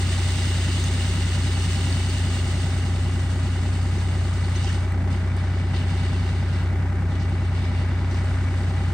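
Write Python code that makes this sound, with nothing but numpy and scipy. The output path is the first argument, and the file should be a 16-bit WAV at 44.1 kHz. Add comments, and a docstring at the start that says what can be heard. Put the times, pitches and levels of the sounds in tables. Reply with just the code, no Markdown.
"""An engine drives a thresher at steady speed in an open field while its tipped hopper empties pods into a trailer.
The machine hums, throbs, whines and clatters in step with its camshaft: ten turns a second, three firings a turn.
These sounds are sums of tones and noise timed by the shaft, over faint steady tones and the fan's rush of air.
The pods are thousands of random clicks. Their stream thins out after two seconds; later, hands push the heap
about in rustling strokes, with a few scrapes along the trailer and small hits on metal."""
import sys
import numpy as np
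from scipy import signal
from scipy.fft import rfft, irfft
from scipy.io import wavfile

SR = 44100
rng = np.random.default_rng(int(sys.argv[2]) if len(sys.argv) > 2 else 0)


def to_wav(sig):
    """Store sig (one row per channel, or 1-D mono) as 16-bit WAV at the path in sys.argv[1].

    Samples outside -1..1 are clipped; the rate is SR.
    """
    pcm = np.clip(np.atleast_2d(sig), -1, 1) * 32767
    pcm = np.round(pcm).astype(np.int16)
    wavfile.write(sys.argv[1], SR, pcm.T)  # frames by channels


N = 394075
T = np.arange(N) / SR  # time of each sample, seconds
HZ = np.fft.rfftfreq(N, 1 / SR)  # pitch of each step of the spectrum


def gain_of(db):
    """Turns decibels into a plain multiplier of the wave."""
    return 10 ** (np.asarray(db) / 20)


def evened(x):
    """Scales a signal to an rms (average strength) of 1."""
    return x / np.sqrt(np.mean(x ** 2) + 1e-20)


def read(points, hz):
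    """Reads a table between its points, with pitch spaced by ratio as the ear hears it."""
    f, value = np.transpose(points)
    return np.interp(np.log(hz + 1), np.log(f + 1), value)


def shaped(x, gain):
    """Filters a signal by multiplying each frequency by its own gain."""
    return irfft(rfft(x) * gain, N)


def wander(rate_hz):
    """A smooth random drift of rms 1: noise with everything much faster than rate_hz removed."""
    count = 4096
    hz = np.fft.rfftfreq(count, N / SR / count)
    slow = irfft(rfft(rng.standard_normal(count)) / (1 + (hz / rate_hz) ** 4))
    return evened(np.interp(T, np.linspace(0, N / SR, count), slow))


# How alike the two microphone ports hear a sound.
# Each row: pitch in Hz, likeness (1 is the same on both sides, 0 is unrelated).
LIKENESS = [(100, 1), (300, 0.96), (640, 0.89), (1400, 0.8), (3000, 0.29), (5000, 0.39), (8500, 0.4),
            (15000, 0.045)]


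def ports(pair, gain):
    """Colours two unrelated signals and mixes them into a left and right that are partly alike."""
    a, b = rfft(pair) * gain
    same = np.clip(read(LIKENESS, HZ), -1, 1)
    mid = a * np.sqrt((1 + same) / 2)
    side = b * np.sqrt((1 - same) / 2)
    return irfft(np.array([mid + side, mid - side]), N)


# Speed of the camshaft.
# Each row: time in seconds, speed in turns per second.
SPEED = [(0.0, 10.07), (0.7, 10.104), (1.4, 10.062), (2.5, 10.081), (4.0, 10.093), (5.5, 10.105),
         (6.5, 10.1), (7.8, 10.094), (8.94, 10.129)]


def shaft(shake_turns=.0005):
    """Adds up the speed into the angle of the camshaft in turns, slightly unsteady."""
    start_turns = -.0095
    angle = np.cumsum(np.interp(T, *np.transpose(SPEED))) / SR + start_turns
    return angle + shake_turns * wander(6)


def tones(turns, table, lag):
    """Sums tones at whole multiples of the shaft speed, each held back by its lag in cycles."""
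    waves = [gain_of(db) * np.cos(2 * np.pi * (k * turns - lag[k - 1])) for k, db in table]
    return np.sqrt(2) * sum(waves)


# Rush of the fan.
# Each row: pitch in Hz, level in dB per Hz.
RUSH = [(15, -81), (32, -74), (55, -61.5), (82, -59), (108, -63), (158, -57.3), (200, -63.5), (230, -65),
        (268, -62.5), (330, -69.5), (385, -70.5), (460, -78), (620, -73), (750, -79), (2000, -86.5),
        (6000, -110)]


def fan(gust_db=-0.9):
    """Turbulent air under the hum: coloured noise that slowly gusts."""
    air = rng.standard_normal((2, N)) * gain_of(gust_db * wander(2.1))
    return ports(air, gain_of(read(RUSH, HZ))) * np.sqrt(SR / 2)


# Faint tones out of step with the shaft.
# Each row: pitch in Hz, level in dB rms.
DRONES = [(50, -53), (76.8, -48.5), (208.2, -47.5), (251.9, -48)]


def drones(drift_turns=0.28):
    """Weak, wavering tones that beat against the hum."""
    waves = [gain_of(db) * np.sin(2 * np.pi * (hz * T + drift_turns * wander(0.84))) for hz, db in DRONES]
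    return np.sqrt(2) * sum(waves)


# Single pods and bits that strike metal.
# Each row: start in seconds, ring peak in dB, ring pitch in Hz, time for the ring to fall 60 dB in seconds,
# snap against the ring in dB.
TICKS = [(.839, -29.5, 6460, 0.035, -9), (1.7575, -30, 4900, .015, -20), (1.9256, -25, 4500, .015, -22),
         (3.986, -36, 6460, .02, -20), (4.559, -33, 6300, 0.053, -24), (4.921, -39, 8000, 0.02, -1),
         (5.367, -38, 8640, .025, -3), (7.295, -43, 8350, .03, -14), (8.111, -41, 5800, .02, -6)]


def ticks(width_hz=220, snap_s=0.00049):
    """Each stray hit is a dry snap of noise and a short ring of five tones close in pitch."""
    out = np.zeros((2, N))
    t = np.arange(SR // 10) / SR
    for start, db, hz, t60, snap_db in TICKS:
        partials = hz + width_hz * rng.standard_normal((5, 1))
        waves = np.sin(2 * np.pi * (partials * t + rng.random((2, 5, 1))))
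        ring = waves.sum(1) * gain_of(-60 * t / t60)
        ring = ring * np.minimum(t / .001, 1)  # starts softly over a millisecond
        snap = gain_of(snap_db) * rng.standard_normal((2, len(t))) * np.exp(-t / snap_s)
        part = out[:, round(start * SR):][:, :len(t)]
        part += gain_of(db) * (ring / abs(ring).max() + snap)
    return out


def crackle(per_s, size_db):
    """Two unrelated trains of clicks at random moments, most small, a few large."""
    sizes = gain_of(size_db * np.minimum(rng.exponential(1, (2, N)), 5))
    signs = rng.choice([-1, 1], (2, N))
    happens = rng.random((2, N)) < per_s / SR
    return evened(sizes * signs * happens)


def resonate(x, hz, width):
    """A steep resonance that follows the curve hz: shifts it down to zero pitch, smooths, shifts back."""
    turn = np.exp(2j * np.pi * np.cumsum(hz) / SR)
    r = np.exp(-np.pi * width / SR)
    smooth = signal.lfilter([(1 - r) ** 2], [1, -2 * r, r ** 2], x / turn)
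    return (turn * smooth).real


GRIT_TOP_HZ = 9300  # grit has little hiss above this pitch
# Pods scrape along the trailer's walls.
# Each row: start in seconds, length in seconds, level in dB before the rise and fall,
# resonance at the start in Hz, resonance at the end in Hz, its width in Hz.
SCRAPES = [(3.985, .045, -49, 4800, 4800, 2500), (4.432, .04, -40.5, 3800, 4200, 2000),
           (4.63, .16, -45, 5200, 4800, 3500), (4.653, .025, -39.5, 3150, 3050, 700),
           (4.665, .115, -43.5, 3080, 2950, 500), (4.695, .05, -38.5, 1650, 2500, 600),
           (5.742, .06, -42, 3500, 3000, 2500), (6.515, .06, -50, 4300, 4300, 2000),
           (7.19, .06, -48.5, 4500, 5200, 3500), (8.105, .13, -51, 4900, 4900, 3500)]


def scrapes(per_s=3500, size_db=1.5, judder_db=3, attack_s=0.0092):
    """Each scrape catches quickly and judders out: gritty clicks through one resonance that may glide."""
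    grit = crackle(per_s, size_db) * gain_of(judder_db * wander(90))
    out = np.zeros((2, N))
    for start, length, db, from_hz, to_hz, width in SCRAPES:
        span = slice(round(start * SR), round((start + length) * SR))
        t = T[span] - T[span][0]
        glide_hz = from_hz + (to_hz - from_hz) * t / length
        band = resonate(grit[:, span], glide_hz, width)
        scrape = evened(band + band.mean(0))  # brings the two sides closer together
        rise_and_fall = np.minimum(t / attack_s, 1) * (1 - (t / length) ** 2)
        out[:, span] += gain_of(db) * scrape * rise_and_fall
    return shaped(out, 1 / (1 + (HZ / GRIT_TOP_HZ) ** 16))


def dying(from_s, decay_s):
    """Holds at 1 until from_s, then dies away, falling to about a third every decay_s."""
    return np.exp(-np.maximum(T - from_s, 0) / decay_s)


# A full stream slowly sags, dwindles to a trickle as the hopper empties, then stops.
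# The levels of pour, settling and strokes are relative: pods() sets the whole rustle's level.
POUR_DB, POUR_SAG_DB_PER_S, TRICKLE_DB = -35.5, 1, -44.5
DWINDLE_AT_S, DWINDLE_S, STOP_AT_S, STOP_S = 2.28, 0.69, 4.63, 0.093


def pour():
    """Power of the pods that fall from the hopper: the stream or the trickle, whichever is stronger."""
    stream = gain_of(POUR_DB - POUR_SAG_DB_PER_S * T) ** 2 * dying(DWINDLE_AT_S, DWINDLE_S)
    trickle = (gain_of(TRICKLE_DB) * dying(STOP_AT_S, STOP_S)) ** 2
    return np.maximum(stream, trickle)


SETTLE_DB = -57.5  # pods that keep settling in the heap
LOOSE_CRISP_DB = -3.5  # treble against the body of the rustle, for falling or settling pods
# Every stroke swells (the longer, the more slowly), holds, and dies away as the pods come to rest.
STROKE_ATTACK_S, STROKE_ATTACK_SHARE, STROKE_RELEASE_S = 0.019, 0.13, 0.081
# Hands push the heap.
# Each row: start in seconds, length in seconds, relative level in dB, treble against that level in dB.
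STROKES = [(4.396, .015, -49, -14), (4.523, 0.079, -43, -10), (4.61, 0.15, -42.5, -4),
           (5.09, 0.045, -44.5, -6), (5.263, 0.57, -49, -9.5), (5.72, 0.064, -41.5, -10),
           (5.814, 0.48, -43.5, -8), (6.3, 0.33, -46.5, -9), (7.09, 0.07, -49.5, -8),
           (7.185, 0.036, -47, -10), (7.278, 0.24, -51.5, -7.5), (7.495, 0.33, -46, -10),
           (7.85, 0.3, -50.5, -10), (8.074, 0.27, -49.5, -4.5), (8.328, 0.61, -49, -5.5)]


def flow():
    """Strength of the body and of the treble of the rustle: pour, settling and strokes add in power."""
    body = pour() + gain_of(SETTLE_DB) ** 2
    treble = body * gain_of(LOOSE_CRISP_DB) ** 2
    for start, length, db, crisp_db in STROKES:
        attack_s = STROKE_ATTACK_S + STROKE_ATTACK_SHARE * length
        swell = np.clip((T - start) / attack_s, 0, 1) * dying(start + length, STROKE_RELEASE_S)
        power = (gain_of(db) * swell) ** 2
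        body = body + power
        treble = treble + power * gain_of(crisp_db) ** 2
    return np.sqrt(body), np.sqrt(treble)


def hollow_pods(per_s=1500, size_db=1, t60_s=.03, low_hz=1700, high_hz=5800, size=600):
    """Whole pods knock together and ring briefly, each at its own pitch."""
    when, pitch, strength, side = rng.random((round(per_s * N / SR), 4, 1)).transpose(1, 0, 2)
    t = np.arange(size) / SR
    # most knocks are small, a few large
    level_db = size_db * np.minimum(-np.log(1 - strength), 4) - 60 * t / t60_s
    ring_hz = low_hz + (high_hz - low_hz) * pitch
    rings = gain_of(level_db) * np.sin(2 * np.pi * ring_hz * t)
    # each ring lands on the left or, N samples further on, the right
    at = (when * (N - size)).astype(int) + np.arange(size) + N * (side > .5)
    return evened(np.bincount(at.ravel(), rings.ravel(), 2 * N).reshape(2, N))


# Colour of the pod shells.
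# Each row: pitch in Hz, relative level in dB per Hz.
SHELLS = [(400, -12), (1000, -10.5), (1600, 0.5), (2000, 4), (2480, 0.5), (2990, 8), (3240, 1.5), (3480, 3),
          (3900, 3), (4900, 0.1), (5600, -9.5), (7300, -15), (8300, -11.5), (9100, -14.5), (9600, -26.5),
          (10000, -51), (15500, -28.5)]
# A close reflection on the right.
# The values: delay in seconds, strength, pitch in Hz above which it fades.
ECHO = (.00124, .42, 4600)


def pods(per_s=8000, size_db=2.5, clump_db=0.82, level_db=-2.5, split_hz=6000, hollow_db=-10):
    """Thousands of dry shells click against each other in small clumps, with whole pods knocking among them."""
    clicks = crackle(per_s, size_db) + gain_of(hollow_db) * hollow_pods()
    rustle = ports(clicks * gain_of(clump_db * wander(23)), gain_of(read(SHELLS, HZ)))
    # the reflection ripples the colour on the right
    echo_s, strength, fade_hz = ECHO
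    echo = strength / (1 + (HZ / fade_hz) ** 6)
    ripple = (1 - echo * np.exp(-2j * np.pi * HZ * echo_s)) / np.hypot(1, echo)
    rustle[1] = shaped(rustle[1], ripple)
    # body and treble are split so that each can follow its own strength
    body_gain, treble_gain = flow()
    crisp = shaped(rustle, 1 - 1 / (1 + (HZ / split_hz) ** 16))
    body = rustle - crisp
    body = body / np.std(shaped(body.mean(0), HZ > 2600))  # levelled by its part above 2600 Hz
    crisp = crisp / np.std(crisp.mean(0))
    return gain_of(level_db) * (body_gain * body + treble_gain * crisp)


# Thin high tones from the knocks coming back every turn. # Each row: multiple of the shaft speed, level in dB
# rms before it wavers.
WHINE = [(86, -65), (120, -61), (121, -63), (123, -65), (126, -64), (129, -63), (130, -65), (135, -62),
         (141, -60), (144, -64), (147, -62), (150, -63), (153, -61), (161, -65), (162, -63), (165, -65),
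         (177, -65), (198, -65), (207, -65)]


def whine(turns, waver_db=2.5, wobble_turns=0.0009):
    """Thin high tones of the repeating knocks that waver slightly in pitch, and swell and fade each in its own
    way."""
    turns = turns + wobble_turns * wander(7.7)
    total = 0
    for k, db in WHINE:
        level = gain_of(db + waver_db * wander(2.4))
        total = total + level * np.cos(2 * np.pi * (round(k) * turns + rng.random()))
    return np.sqrt(2) * total


# Knocks of the machine within one turn.
# Each row: place in turns, length of the dying clatter in turns, relative clatter in dB,
# relative blow on the side panel in dB.
KNOCKS = [(.172, .05, 5, -3), (.301, .02, 4, -17), (.459, .11, 3, -14), (.623, .022, 5, -12.5),
          (.739, .025, -8, -4.5), (.838, .06, 5, 0)]
# Modes of the side panel, the pitches at which it rings.
# Each row: pitch in Hz, width in Hz, strength at the peak in dB.
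PANEL = [(794, 34, -68.5), (846, 68, -75.5)]


def panel(turns, uneven_db=-1.0, loose=0.77, late_turns=0.00066):
    """Knocks, each a little early or late, ring one side panel; loose parts keep it stirring in between."""
    turns = turns + late_turns * wander(9.4)
    blows = 0
    for place, _, _, db in KNOCKS:
        passes = np.diff((turns - place) % 1, prepend=0) < -.5  # the shaft passes this place
        blows = blows + gain_of(db) * passes
    drive = evened(blows * gain_of(uneven_db * wander(27))) + loose * rng.standard_normal(N)
    modes = 0
    for hz, width, db in PANEL:
        peak = 1j * HZ * width / (hz ** 2 - HZ ** 2 + 1j * HZ * width)
        narrowing = 1 + ((HZ - hz) / (5 * width)) ** 2  # weakens the far skirts of the peak
        modes = modes + gain_of(db) * peak / narrowing
    return shaped(drive, modes) * np.sqrt(SR / 2)


def rattle(turns, repeat, size=4400):
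    """Two noises of which a share, given by repeat, comes back alike with every turn."""
    repeat = np.clip(repeat, 0, 1)
    one_turn = irfft(np.exp(2j * np.pi * rng.random((2, size // 2 + 1))))
    alike = evened(one_turn)[:, (turns % 1 * size).astype(int)]
    return np.sqrt(repeat) * alike + np.sqrt(1 - repeat) * rng.standard_normal((2, N))


# Colour of the clatter, before the sheets lift it.
# Each row: pitch in Hz, level in dB per Hz.
CLATTER = [(300, -104.5), (480, -77), (900, -79.5), (1080, -75), (1300, -74), (1750, -77), (2100, -75.5),
           (2500, -82), (4000, -89.5), (6000, -93.5), (9000, -101), (10200, -130)]
# Ringing sheet metal.
# Each row: pitch in Hz, width in Hz, lift in dB.
SHEETS = [(620, 110, 8), (835, 34, 6.5), (959, 59, 9), (1400, 18, -3), (1803, 21, 9), (1968, 60, 7),
          (2270, 23, 12.5), (2460, 30, 3.5)]
# The clatter eases and hardens again.
# Each row: time in seconds, change in dB.
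CLATTER_SWELL = [(0, 0), (3, -0.9), (5.8, 0), (6.7, -1), (7.4, -.6), (8.2, 1), (8.94, 1)]


def clatter(turns, between_db=-1, uneven_db=0.65, repeat=0.55):
    """The knocks of each turn set loose sheet metal chattering: bursts of noise over a steady rattle."""
    power = gain_of(between_db) ** 2
    for place, length, clatter_db, _ in KNOCKS:
        since_knock = (turns - place) % 1
        power = power + np.exp(-since_knock / length) * gain_of(clatter_db) ** 2
    drive = rattle(turns, repeat) * np.sqrt(power) * gain_of(uneven_db * wander(21))
    lifts = sum(db / (1 + (2 * (HZ - hz) / width) ** 2) for hz, width, db in SHEETS)
    colour_db = read(CLATTER, HZ) + lifts
    swell = gain_of(np.interp(T, *np.transpose(CLATTER_SWELL)))
    return ports(evened(drive) * swell, gain_of(colour_db)) * np.sqrt(SR / 2)


# Deep exhaust hum of three firings a turn.
# Each row: multiple of the shaft speed, level in dB rms before it wavers.
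HUM = [(3, -49), (6, -31.4), (9, -22.9)]
# Throb, once a turn.
# Each row: multiple of the shaft speed, level in dB rms before the throb's trim and waver.
THROB = [(4, -56), (5, -49), (7, -43), (8, -42), (10, -51), (11, -60), (12, -40), (13, -38), (14, -45),
         (15, -47), (16, -43), (17, -43), (18, -47), (20, -53), (21, -51), (22, -49), (23, -50), (24, -47),
         (25, -50), (26, -64), (27, -50), (28, -51), (29, -58), (30, -51), (31, -64), (32, -57), (33, -58),
         (34, -52), (35, -49), (36, -59), (37, -50), (38, -54), (39, -55), (40, -56), (42, -58), (44, -64),
         (45, -63), (50, -63), (52, -62)]
# Each band of the throb arrives at its own point in the turn.
# Each row: pitch in Hz, delay in turns.
SWEEP = [(80, .58), (120, .5), (133, .74), (152, .58), (171, .95), (183, .54), (200, .58), (213, 1.02),
         (245, .75), (282, .26), (296, .82), (320, 1.0), (356, 1.04), (378, 1.14)]
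SLIP_TURNS = .0013  # each throb comes a little early or late


def throb(turns, throb_db=-0.33, hum_waver_db=0.2, throb_waver_db=-0.9):
    """A deep steady hum, and above it a chug that sweeps upward in stages once a turn."""
    order_hz = np.arange(1, 60) * np.mean(SPEED, axis=0)[1]  # multiples of the mean shaft speed
    lag = np.cumsum(read(SWEEP, order_hz))  # delays add up to a lag in cycles for each tone
    # near the microphone's low cut the deepest tone runs ahead
    bass_lag = -.42 * (30 / order_hz) ** 6
    hum = tones(turns, HUM, bass_lag) * gain_of(hum_waver_db * wander(1.9))
    chug = tones(turns + SLIP_TURNS * wander(3.0), THROB, lag)
    return hum + chug * gain_of(throb_db + throb_waver_db * wander(38))


def scene():
    """The machine and the pods in the open air."""
    turns = shaft()
    machine = throb(turns) + drones() + whine(turns) + clatter(turns) + panel(turns) + fan()
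    return machine + pods() + scrapes() + ticks()


# Level of the left port against the right.
# Each row: pitch in Hz, left minus right in dB.
LEAN = [(60, .7), (200, .3), (380, 1), (700, -1.5), (1290, 2), (2380, 0), (4700, .5), (5600, -5),
        (6500, -2.5), (8120, -2.5), (15000, 0)]
# How far the left port runs ahead of the right.
# Each row: pitch in Hz, lead in radians.
LEAD = [(50, 0), (160, -.22), (300, -.24), (420, .05), (490, .65), (660, -.1), (940, 1), (1200, .2),
        (1850, -.3), (2350, 1.4), (2700, .9), (3190, 2.3), (3450, .6), (6100, 0), (7300, 2.8), (8100, .1),
        (9500, -.9)]
EDGE_HZ = 15900  # nothing much passes above this pitch


def record(dry):
    """Gives each microphone port its own colour, delays the right by pitch, then limits the band."""
    lean_db = read(LEAN, HZ) / 2
    left = gain_of(lean_db)
    right = gain_of(-lean_db) * np.exp(-1j * read(LEAD, HZ))
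    coloured = shaped(dry, np.array([left, right]))
    low_pass = signal.firwin(511, EDGE_HZ, window=("kaiser", 9), fs=SR)
    return signal.oaconvolve(coloured, low_pass[None], "same")


dry = scene()
out = record(dry)
to_wav(out)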